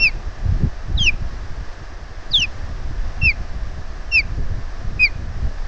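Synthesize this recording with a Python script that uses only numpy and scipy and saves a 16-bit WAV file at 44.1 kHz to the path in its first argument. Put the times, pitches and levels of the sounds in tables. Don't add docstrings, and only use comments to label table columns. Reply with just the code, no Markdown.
import sys
import numpy as np
from scipy import signal
from scipy.fft import rfft, irfft, next_fast_len
from scipy.io import wavfile
from scipy.ndimage import uniform_filter1d

SR = 44100
rng = np.random.default_rng(int(sys.argv[2]) if len(sys.argv) > 2 else 0)


def log_audio(samples):
    frames = np.atleast_2d(samples).T
    limited = np.clip(frames, -1, 1)
    pcm = np.round(limited * 32767).astype(np.int16)
    wavfile.write(sys.argv[1], SR, pcm)


def gain_from_decibels(decibels):
    exponent = np.asarray(decibels, float) / 20
    return 10 ** exponent


N = 250047
T = np.arange(N) / SR

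# (start [s], length [s], crest pitch [Hz], crest after start [s],
# final fall [Hz/s], onset overshoot [Hz], overshoot settling time [s])
WHISTLE_GLIDES = [(-0.015, 0.13, 2727, 0.041, 14150, 80, 0.02),
                  (0.9703, 0.14, 3226, 0.039, 15520, 1002, 0.0187),
                  (2.305, 0.16, 3740, 0.002, 11970, 1375, 0.025),
                  (3.211, 0.12, 2712, 0.033, 13500, 215, 0.008),
                  (4.109, 0.1146, 2716, 0.031, 13800, 325, 0.0109),
                  (4.991, 0.099, 2520, 0.027, 14100, 130, 0.0056)]
# (tone level [dB], change at opening [dB],
# change at close [dB], octave re tone at opening [dB], octave re tone later [dB])
WHISTLE_EFFORT = [(-11.5, -16, -12, -12.5, -15), (-11.5, -21, 1, -17, -19.5), (-12, -28.5, -11.5, -27, -17),
                  (-12.5, -12, 5.5, -28.5, -20), (-11, -17.5, 3.5, -13.5, -16), (-9, -10, 0, -28, -16)]
NOISINESS = [-29, -24, -23, -30, -29, -31]
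# (centre [s], length [s], level re tone [dB])
PERIOD_DOUBLING_MOMENTS = [(1.003, .018, -17), (1.019, .007, -22)]
# (frequency [Hz], gain [dB])
THROAT_GAIN = [(2000, -16.5), (2230, -14), (2380, -2.5), (2550, -0.5), (2750, -2.5), (2900, -9),
               (3050, -11), (3300, -3.5), (3600, 2), (3900, 4), (4300, -11.5), (4700, 3.5), (5100, -1.5),
               (5450, 9.5), (5750, 2.5), (6050, 12), (6500, 0), (7200, 1.5), (8000, -32)]
# (frequency [Hz], relative density [dB per Hz])
NOISE_SPECTRUM = [(1800, -25), (3000, -20.5), (4200, -11), (5500, -16), (6300, -8), (7000, -25.5)]
ROUGHNESS_SPECTRUM = [(60, 3.5), (500, -8.5), (1200, -22.5)]

# (time [s], level [dB])
GUST_LEVEL = [(0.0, -23.5), (0.07, -38), (0.24, -28), (0.37, -40.5), (0.5, -23.5), (0.58, -29),
              (0.65, -18.5), (0.75, -45), (0.97, -24), (1.1, -34.5), (1.5, -38), (1.85, -44), (2.22, -45),
              (2.4, -38), (2.52, -42.5), (2.65, -36), (3.15, -34.5), (3.25, -27.5), (3.35, -37.5),
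              (3.65, -35.5), (3.95, -42.5), (4.2, -35), (4.53, -31), (4.72, -39.5), (4.9, -28.5),
              (5.33, -39.5), (5.48, -24), (5.57, -43), (5.67, -38)]
# (time [s], level [dB])
SWAY_LEVEL = [(0.0, -12.5), (0.36, -16.5), (0.6, -11), (0.8, -12.5), (1.05, -5.5), (1.3, -12.5), (1.8, -14),
              (2.3, -13.5), (2.65, -10), (3.5, -12), (4.1, -12.5), (4.5, -11), (5.3, -14.5), (5.67, -11)]
# (frequency [Hz], relative density [dB per Hz])
HEAVE_SPECTRUM = [(4, 0), (20, 3), (40, -3), (70, -12.5), (120, -29.5), (250, -31)]
BUFFET_SPECTRUM = [(25, -16), (50, 0), (80, 0.5), (130, -8), (210, -17), (400, -26), (700, -46)]
RATTLE_SPECTRUM = [(150, -7.5), (250, 0), (450, -5), (750, -18.5)]
# (time [s], depth [dB], half-width of the dip [ms])
EDDY_THUMPS = [(0.4605, -11.5, 3.1), (0.4925, -12, 3.4), (0.5255, -10.5, 2.2), (0.5545, -23, 2.1),
               (0.6368, -4, 1.94), (0.6735, -13, 3.4), (0.9548, -9, 4.8), (0.972, -13, 2.46),
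               (1.0127, -12.5, 2.1), (1.2235, -17, 2.2), (2.3954, -22, 1.65), (3.2345, -9, 2.47),
               (3.2775, -14.5, 4.7), (4.155, -18, 4.3), (4.5217, -17.5, 3.3), (4.8505, -20.5, 2.3),
               (5.1589, -20.5, 2.45), (5.4676, -21.5, 4.1)]

# (frequency [Hz], relative density [dB per Hz])
SHORE_SPECTRUM = [(150, -44.5), (250, -9.5), (330, -6), (450, -9), (570, -6.5), (700, -5), (910, -11),
                  (1200, -8), (1390, -12.5), (1700, -7), (2250, -18), (3300, -21.5), (4300, -21.5),
                  (6500, -15), (9000, -3)]
# (time [s], level [dB])
SURF_LEVEL = [(0.0, -38), (1.2, -38.5), (2.27, -39), (2.6, -37.5), (3.2, -37.5), (4.2, -39.5), (5.1, -38.5),
              (5.67, -38.5)]


def coloured(points):
    size = next_fast_len(N)
    hz, db = np.transpose(points)
    f = np.maximum(np.arange(size // 2 + 1) * SR / size, 1)
    gain = gain_from_decibels(np.interp(np.log(f), np.log(hz), db, left=-80, right=-120))
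    y = irfft(rfft(rng.standard_normal(size)) * gain, size)[:N]
    return y / y.std()


def walk(rate):
    hold = int(SR / rate)
    y = np.repeat(rng.standard_normal(N // hold + 1), hold)
    y = uniform_filter1d(uniform_filter1d(y, hold), hold)[:N]
    return y / y.std()


def throat(hz):
    return uniform_filter1d(np.interp(hz, *np.transpose(THROAT_GAIN)), size=260, mode="nearest")


def nest_return(voice):
    gap_s, level_db, t60_s = 0.004, -30, 0.4
    lag = np.arange(SR // 4) / SR
    scatter = rng.standard_normal(len(lag)) * gain_from_decibels(-60 * lag / t60_s) * (lag > gap_s)
    scatter /= np.linalg.norm(scatter)
    return gain_from_decibels(level_db) * signal.fftconvolve(voice, scatter)[:N]


def bird():
    attack_s, swell_s, release_s = 0.009, 0.047, 0.024
    arch_s = 0.043
    waver_db = 0.45
    roughness_db, octave_roughness_db, noise_db = -2, 8, -3
    twelfth_db, twelfth_flutter_db = -23, 6
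    octave_dropout_db, dropout_from_db = 1.8, -29.5

    voice = np.zeros(N)
    waver, flutter = walk(150), walk(70)
    noise, roughness = coloured(NOISE_SPECTRUM), coloured(ROUGHNESS_SPECTRUM)
    half = np.zeros(N)
    for centre, length, db in PERIOD_DOUBLING_MOMENTS:
        half += gain_from_decibels(db) * np.exp(-((T - centre) / (length / 2)) ** 2)

    for glide, effort, noisiness_db in zip(WHISTLE_GLIDES, WHISTLE_EFFORT, NOISINESS):
        start, length, crest_hz, crest_s, fall, over_hz, settle_s = glide
        level_db, open_db, close_db, first_db, later_db = effort
        on = (T >= start) & (T <= start + length)
        u = T[on] - start
        left = length - u

        arch = np.hypot(u - crest_s, arch_s) - arch_s
        hz = crest_hz + over_hz * np.exp(-(u / settle_s) ** 2) - fall * arch
        phase = 2 * np.pi * np.cumsum(hz) / SR

        early = np.clip(1 - u / swell_s, 0, 1)
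        late = np.clip(1 - left / swell_s, 0, 1)
        release = np.sin(np.pi / 2 * np.clip(left / release_s, 0, 1)) ** 2
        gate = np.clip(u / attack_s, 0, 1) * release
        db = level_db + open_db * early + close_db * late + throat(hz)

        octave_db = later_db + (first_db - later_db) * early + throat(2 * hz) - throat(hz)
        excess_db = max(noisiness_db - dropout_from_db, 0)
        octave_db -= octave_dropout_db * excess_db * np.maximum(waver[on], 0) ** 2
        octave_modulation = 1 + gain_from_decibels(noisiness_db + octave_roughness_db) * roughness[on]
        octave = gate * gain_from_decibels(octave_db) * octave_modulation * np.sin(2 * phase + 1)
        twelfth = gain_from_decibels(twelfth_db + twelfth_flutter_db * flutter[on]) * np.sin(3 * phase)
        doubled = half[on] * np.sin(3 * phase / 2)
        tone = np.sin(phase) + octave + twelfth + doubled
        tone *= 1 + gain_from_decibels(noisiness_db + roughness_db) * roughness[on]

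        smooth_level = uniform_filter1d(gate * gain_from_decibels(db), size=2200, mode="constant")
        under_noise = gain_from_decibels(noisiness_db + noise_db) * smooth_level * noise[on]
        voice[on] = gate * (np.sqrt(2) * gain_from_decibels(db + waver_db * waver[on]) * tone + under_noise)
    return voice + nest_return(voice)


def wind():
    gust_db = np.interp(T, *np.transpose(GUST_LEVEL))
    sway_db = np.interp(T, *np.transpose(SWAY_LEVEL))
    heave = gain_from_decibels(sway_db + 0.38 * gust_db + 0.64 * walk(6.4)) * coloured(HEAVE_SPECTRUM)
    buffet = gain_from_decibels(gust_db + 1.57 * walk(12) + 4.3 * walk(40)) * coloured(BUFFET_SPECTRUM)
    rattle = gain_from_decibels(1.53 * gust_db - 9.5 + 5.1 * walk(60)) * coloured(RATTLE_SPECTRUM)
    pressure = heave + buffet + rattle
    for time, depth_db, half_width_ms in EDDY_THUMPS:
        u = (T - time) * 1000 / half_width_ms
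        pressure -= gain_from_decibels(depth_db) * (1 - u ** 2) * np.exp(-u ** 2 / 2)
    return pressure


def shore():
    ripple_db = 0.4 * walk(8)
    swell_db = np.interp(T, *np.transpose(SURF_LEVEL))
    return gain_from_decibels(swell_db + ripple_db) * coloured(SHORE_SPECTRUM)


def scene():
    return (bird() + wind() + shore())[None]


def band_limit(x):
    return signal.sosfilt(signal.butter(12, 9150, fs=SR, output="sos"), x)


def record(dry):
    rounded = np.tanh(0.84 * dry) / 0.75
    top_cut = signal.cheby2(6, 60, 9400, fs=SR, output="sos")
    mix = signal.sosfilt(top_cut, rounded) + 0.0135
    return band_limit(mix)


dry = scene()
out = record(dry)
log_audio(out)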